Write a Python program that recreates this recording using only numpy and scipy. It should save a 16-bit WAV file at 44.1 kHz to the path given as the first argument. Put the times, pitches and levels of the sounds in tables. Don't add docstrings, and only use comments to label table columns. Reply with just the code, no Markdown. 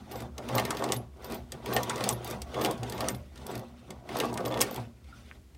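import sys
import numpy as np
from scipy import signal
from scipy.fft import rfft, irfft, next_fast_len
from scipy.io import wavfile
from scipy.ndimage import uniform_filter1d, map_coordinates

SR = 44100
rng = np.random.default_rng(int(sys.argv[2]) if len(sys.argv) > 2 else 0)


def dump(signal):
    limited = np.clip(np.atleast_2d(signal).T, -1, 1)
    pcm = np.round(limited * 32767).astype(np.int16)
    wavfile.write(sys.argv[1], SR, pcm)


def gain_from_decibels(decibels):
    exponent = np.asarray(decibels, float) / 20
    return 10 ** exponent


N = 245637

# frequency in Hz, width in Hz, level in dB.
FRAME_MODES = [(305.7, 39, -1.5), (447, 78, -0.5), (543.4, 40.6, 1), (666, 119, -2), (863, 143, -3.5),
               (1140, 88, -3.5), (1470, 1000, -20)]


def unit(x):
    return x / np.sqrt(np.mean(x ** 2) + 1e-20)


def along(points, hz):
    f, v = np.transpose(points)
    return np.interp(np.log(hz + 1), np.log(f + 1), v)


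def wobble(rate_hz):
    knots = rng.standard_normal(int(N * rate_hz / SR) + 4)
    return map_coordinates(knots, [np.arange(N) * rate_hz / SR])


def filtered(x, response):
    m = next_fast_len(N + SR // 2)
    return irfft(rfft(x, m) * response(np.fft.rfftfreq(m, 1 / SR)), m)[..., :N]


def resonant(modes):
    def response(f):
        total = 0
        for k, (center, width, db) in enumerate(modes):
            damping = 1j * f * width
            total = total + (-1) ** k * gain_from_decibels(db) * damping / (center * center - f * f + damping)
        return total / np.sqrt(np.mean(np.abs(total) ** 2))
    return response


def gritty(rate_hz, lump_db):
    return unit(gain_from_decibels(lump_db * wobble(rate_hz)) * rng.standard_normal(N))


def patchy(x, patch_db, size):
    z = signal.stft(x, nperseg=size)[2]
    field = uniform_filter1d(rng.standard_normal(z.shape), size=4, axis=0)
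    field = uniform_filter1d(field, size=5, axis=1)
    return unit(signal.istft(z * gain_from_decibels(patch_db * unit(field)), nperseg=size)[1][:N])


def room_tone():
    # frequency in Hz, density in dB per Hz.
    tone_spectrum = [(12, -64), (20, -49), (37, -30), (53, -10.5), (72, -0.5), (88, -15), (101, -25),
                     (366, -29), (457, -35), (588, -38), (946, -43.5), (7270, -50.5), (15900, -56.5)]
    level_db = -51 + 1.8 * wobble(4)
    air = filtered(rng.standard_normal(N), lambda hz: gain_from_decibels(along(tone_spectrum, hz)))
    return gain_from_decibels(level_db) * unit(air)


def walls(x):
    # frequency in Hz, t60 in seconds.
    wall_t60 = [(300, 0.24), (3000, 0.025), (12000, 0.049)]
    delay = 250
    hz, t, z = signal.stft(rng.standard_normal(SR // 2), SR, nperseg=256)
    decay = gain_from_decibels(-60 * t / along(wall_t60, hz)[:, None])
    tail = signal.istft(z * decay, SR, nperseg=256)[1]
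    return signal.fftconvolve(np.pad(x, (delay, 0)), tail / np.linalg.norm(tail))[:N]


def thread():
    # time in seconds, peak in dB.
    snap = [(5.3134, -30)]
    (s, db), = snap
    t = np.arange(N) / SR - s
    return -gain_from_decibels(db) * np.exp(-(t / .00033) ** 2) * np.cos(2 * np.pi * 1950 * t)


def effort():
    # start of hold in seconds, hold in seconds, grind in dB, scrape over grind in dB.
    feed = [(.13, 0.079, -42, -11.5), (1.265, 0.079, -43, -11), (2.27, 0.059, -37.5, -9.5),
            (3.49, 0.069, -41, -12.5), (4.71, 0.073, -42, -10)]
    lift = [(.4, 0.08, -43.5, -17), (1.545, 0.0067, -44.5, -12.5), (2.47, .03, -45.5, -15),
            (3.37, 0.055, -55.5, -3.5), (3.9, 0.012, -50.5, -23), (4.635, 0.036, -42.5, -2.5)]
    pierce = [(.505, 0.089, -31.5, -14.5), (1.675, 0.11, -34.5, -14.5), (2.555, 0.13, -35, -15),
              (4.11, 0.13, -37, -13)]
    pull = [(.68, 0.25, -36, -14), (1.91, 0.19, -35, -11), (2.915, 0.18, -36, -13),
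            (4.32, 0.29, -36.5, -25.5)]
    brush = [(0, 0.0046, -52.5, -12), (3.22, 0.11, -64.5, -1.5), (3.64, 0.33, -60.5, -4),
             (5.09, 0.26, -65, 2.5), (5.53, 0.043, -77, -1)]
    # strokes, rise in dB/s, growth in the hold in dB/s, fall in dB/s.
    strokes = [(feed, 170, 42, 200), (lift, 345, 22, 150), (pierce, 300, 49, 198),
               (pull, 72, 16.1, 206), (brush, 120, 1.2, 280)]
    t = np.arange(N) / SR
    power = np.full((2, N), 1e-9)
    for rows, rise, growth, fall in strokes:
        for s, hold, db, scrape_db in rows:
            shape_db = rise * np.minimum(t - s, 0)
            shape_db += growth * np.clip(t - s, 0, hold)
            shape_db -= fall * np.maximum(t - s - hold, 0)
            power += gain_from_decibels(db + np.c_[[0, scrape_db]] + shape_db) ** 2
    return 10 * np.log10(power)


def crank():
    # frequency in Hz, width in Hz, level in dB.
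    bench_modes = [(122, 12, 0), (187, 20, -8), (234, 26, -6)]
    idle_modes = [(344, 77, -2.5), (541, 141, -3.5), (718, 135, -1.5), (987, 290, -10.5), (1123, 52, -5.5),
                  (1434, 240, -19)]
    roller_modes = [(1960, 91, 10), (2623, 45, 19), (3610, 47, 13), (5250, 180, 12.5), (5950, 83, -52.5),
                    (8600, 350, -4.5)]
    # frequency in Hz, density in dB per Hz.
    scrape_spectrum = [(820, -19), (1400, 0), (1610, -9.5), (2060, -4.5), (2380, -5), (3430, -6),
                       (3690, -8.5), (6260, -12.5), (7220, -18.5), (9230, -15), (10400, -22), (14000, -27),
                       (16000, -23)]
    bench_level_db, bench_share, bench_lag_s = -44.5, .6, 0.016

    grind_db, scrape_db = effort()
    t = np.arange(N) / SR
    rolling = patchy(gritty(300, lump_db=4), patch_db=2.5, size=1024)
    rolling = gain_from_decibels(grind_db - 1.1 + 1.2 * wobble(22)) * rolling
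    load = np.clip((grind_db + 41) / 7, 0, 1)
    grind = filtered(np.sqrt(load) * rolling, resonant(FRAME_MODES))
    grind += filtered(np.sqrt(1 - load) * rolling, resonant(idle_modes))

    bench_db = bench_level_db + bench_share * (np.interp(t - bench_lag_s, t, grind_db) + 41.5)
    bench = filtered(gain_from_decibels(bench_db) * gritty(37, lump_db=1.5), resonant(bench_modes))
    bench = filtered(bench, lambda hz: 1 / (1 + (108 / (hz + 1)) ** 12))

    rubbing = patchy(gritty(450, lump_db=1), patch_db=3.0, size=384)
    rubbing = gain_from_decibels(scrape_db - 2.0 + 1.85 * wobble(30)) * rubbing
    hiss = filtered(rubbing, lambda hz: unit(gain_from_decibels(along(scrape_spectrum, hz))))
    squeak = filtered(rubbing, resonant(roller_modes))
    return grind + bench + gain_from_decibels(0.77) * hiss + gain_from_decibels(-6.5) * squeak


def pings():
    # time in seconds, peak in dB.
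    leaf_pings = [(.1216, -40), (.1594, -39), (0.555, -25), (.7114, -49), (.7821, -43), (.9304, -32),
                  (1.2514, -44), (1.3428, -39), (1.7366, -24), (1.9674, -45), (2.1076, -29), (2.1364, -46),
                  (2.6209, -28), (2.9447, -40), (3.0994, -35), (3.1517, -46), (3.4955, -45), (4.1824, -34),
                  (4.4638, -36), (4.7102, -34)]
    # time in seconds, peak in dB.
    springs = [ (11100, 600, 0.09, [(.9654, -29.5), (2.1276, -29), (3.1467, -43)]),
               (7700, 120, .067, [(.161, -45), (.2024, -49), (2.2742, -42), (2.2902, -48), (2.3092, -49),
               (3.5124, -40)]), (16100, 499, 0.064, [(2.2508, -36), (4.6134, -15)]),
               (1380, 170, 0.21, [(5.125, -43), (5.172, -53)]), (1230, 570, 0.16, [(.7054, -20),
               (1.8964, -22.5), (4.3754, -30)]), (120.3, 18, 0.44, [(.50, -25), (.93, -29), (1.53, -33),
               (2.10, -26), (2.55, -29), (2.78, -27.5), (2.93, -31), (3.07, -35), (4.78, -29)]),
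               (3410, 175, 0.45, [(2.5471, -36), (2.8374, -57), (4.5144, -36.5), (5.1188, -67)]),
               (191, 83, 0.23, [(.0, -38), (2.03, -23.5), (3.88, -31.5)]), (576, 48, 0.34, [(2.19, -49),
               (3.17, -44)]), (6480, 450, .17, [(2.5694, -48), (4.1444, -47)]), ]
    out = np.zeros(N)
    t = np.arange(SR // 4) / SR
    for hz, width_hz, t60_s, hits in [(13740, 270, .11, leaf_pings)] + springs:
        shake = np.zeros(N + SR)
        for s, db in hits:
            start = round(s * SR)
            shake[start:start + len(t)] += gain_from_decibels(db - 10 - 60 * t / t60_s) * rng.standard_normal(len(t))
        mode = resonant([(hz, width_hz, 0)])
        out += filtered(shake[:N], lambda f: mode(f) ** 2 / np.sqrt(np.mean(np.abs(mode(f)) ** 4)))
    return out


def clacks():
    # frequency in Hz, width in Hz, level in dB.
    arm_modes = [(1824, 68, -2), (2080, 120, -3), (2782, 750, -6.5)]
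    lever_modes = [(3324, 160, 0.5), (4620, 1100, -3), (5470, 150, -3.5)]
    steel_modes = [(5580, 520, 2.5), (6670, 870, 4.5), (7220, 460, 5.5), (8380, 930, 4)]
    leaf_modes = [(10580, 1100, 0.71), (13200, 1400, 0.13), (14300, 260, 0.97), (14600, 290, 0.2)]
    # time in seconds, steel peak in dB, weight (knock over steel) in dB.
    latch = [(.3792, -32.5, -4.5), (1.519, -28.5, -7.5), (2.4171, -28.5, -10.5), (3.9038, -34.5, -6)]
    hook = [(.7046, -18.5, -10.5), (1.8949, -21, -8.5), (2.8307, -34.5, 2.5), (4.3732, -27, -5.5)]
    needle = [(.5806, -22.5, 7.2), (1.7633, -19.5, 3.5), (2.647, -18.5, 1.1), (4.2, -19.5, 2.1)]
    foot = [(.9202, -11, -10.5), (2.0889, -7, -17), (3.0844, -13, -12), (4.6083, -9.5, -29)]
    slam = [(4.6036, -28, 4.5), (4.6136, -10, -8.5), (4.6215, -18, -9), (4.6275, -29.5, 0)]
    feed_ticks = [(.112, -43.5, 2), (.118, -41, -4), (.1559, -43, 1), (.2032, -41, -3), (.2204, -44, -11),
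                  (1.221, -55, -9), (1.2437, -37, -10), (1.299, -45, -2), (1.3098, -43, -8),
                  (1.3203, -37, -1), (1.3427, -36.5, -20), (2.2445, -33.5, -19), (2.274, -36, -14),
                  (2.2897, -48, -1.2), (2.2998, -37, -24), (2.3081, -31.5, -13), (3.465, -33.5, -15),
                  (3.512, -43, -4), (3.5525, -37.5, 0), (3.5761, -41, -11), (3.5928, -44, -10),
                  (4.7094, -41, -10), (4.7432, -38, -9), (4.7589, -34.5, -1.2)]
    pierce_ticks = [(.4867, -37, 6), (.55, -26.5, -10), (.574, -35, -12), (.595, -27.5, -2),
                    (.6506, -27.5, -3), (1.6583, -36, 4.5), (1.7327, -31, -4), (1.753, -39, -6),
                    (1.8305, -26.5, -11.5), (2.6114, -35, 6.5), (2.616, -33, 1), (2.658, -28, 1),
                    (2.7094, -28.5, -16), (4.1677, -30.5, -3.3), (4.187, -36, 1.2), (4.2526, -38, -10)]
    pull_ticks = [(.7466, -42, -5), (.7691, -33, 0), (.9626, -35.5, -11), (2.0382, -25.5, 0),
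                  (2.125, -32, -19), (2.896, -32.5, -10), (2.9216, -34.5, -1.2), (3.005, -27.5, 0),
                  (3.1458, -43.5, 2.5), (4.339, -34, -20.5), (4.4044, -45.5, 1.5), (4.4504, -38, -0.5),
                  (4.4567, -31.5, -4), (4.572, -39.5, 8.5), (4.59, -38, -6)]
    link_ticks = [(.5422, -44, -5.5), (.791, -40, 2), (.8215, -48, 13), (.8388, -28, -5),
                  (.8875, -43.5, 12), (1.1678, -58, -17), (1.7264, -35.5, 3), (1.9393, -50, -17.5),
                  (1.957, -30.5, -13), (1.9783, -38, 2), (2.0056, -36, 8), (2.5414, -45.5, 13),
                  (2.638, -31, -17), (2.776, -43, -16), (2.9775, -41.5, 6.5), (3.041, -46, 12),
                  (3.356, -46, -1.5), (3.3746, -45.5, -2), (4.089, -42.5, 8), (4.296, -48, -21),
                  (4.328, -38, -28), (4.4784, -36, -7), (4.5106, -46, 7.5), (4.521, -49, 15.5),
                  (4.54, -39.5, 7.5), (5.0415, -60.5, 5), (5.5465, -54.5, -2)]
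    # contacts, lever over steel in dB, sizzle over steel in dB, chatter in ms.
    parts = [(latch, 0.3, -9.5, 4.5), (hook, -3.5, -15, 4.5), (needle, -4.5, -5, 1.2),
             (foot, -7, -11, 1), (slam, -1.5, -1.2, 2.1), (feed_ticks, 2.5, 2.8, 3.2),
             (pierce_ticks, 2.2, -.6, 3.4), (pull_ticks, 4.2, -1.5, 3.8), (link_ticks, 1.5, -11, 4.4)]
    lever_share = .3

    t = np.arange(SR // 8) / SR
    tail = gain_from_decibels(-7.5 - 60 * t / 0.078) * [[.8], [2.4], [1.2], [.7]]
    shake = np.zeros((4, N + SR))
    for rows, lever_db, sizzle_db, chatter_ms in parts:
        after_s = np.maximum(t - chatter_ms / 1000, 0)
        chatter = gain_from_decibels(-600 * t - 60 * after_s / 0.004)
        chatter = chatter + 0.55 * gain_from_decibels(-60 * t / 0.0022)
        for s, db, weight_db in rows:
            body_db = np.c_[[0, weight_db, lever_db + lever_share * weight_db, sizzle_db]]
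            signs = np.sign(rng.standard_normal((4, len(t))))
            start = round(s * SR) + SR // 1000
            shake[:, start:start + len(t)] += gain_from_decibels(db - 13.0 + body_db) * (chatter + tail) * signs
    steel, knock, lever, sizzle = shake[:, :N]
    thud = gain_from_decibels(0.5) * filtered(knock, resonant(FRAME_MODES)) + filtered(knock, resonant(arm_modes))
    ring = filtered(lever, resonant(lever_modes)) + filtered(steel, resonant(steel_modes))
    return thud + ring + filtered(sizzle, resonant(leaf_modes))


def scene():
    machine = crank() + clacks() + pings() + thread()
    return (machine + gain_from_decibels(-12.5) * walls(machine) + room_tone())[None]


def band_limit(x):
    return signal.sosfilt(signal.butter(12, 16820, fs=SR, output="sos"), x)


def record(dry):
    top_hz, ceiling = 15850, .45
    x = filtered(dry, lambda hz: gain_from_decibels(-30 * np.clip((hz - top_hz) / 150, 0, 1)))
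    x = x / (1 + np.abs(x / ceiling) ** 4) ** (1 / 4)
    return band_limit(x)


dry = scene()
out = record(dry)
dump(out)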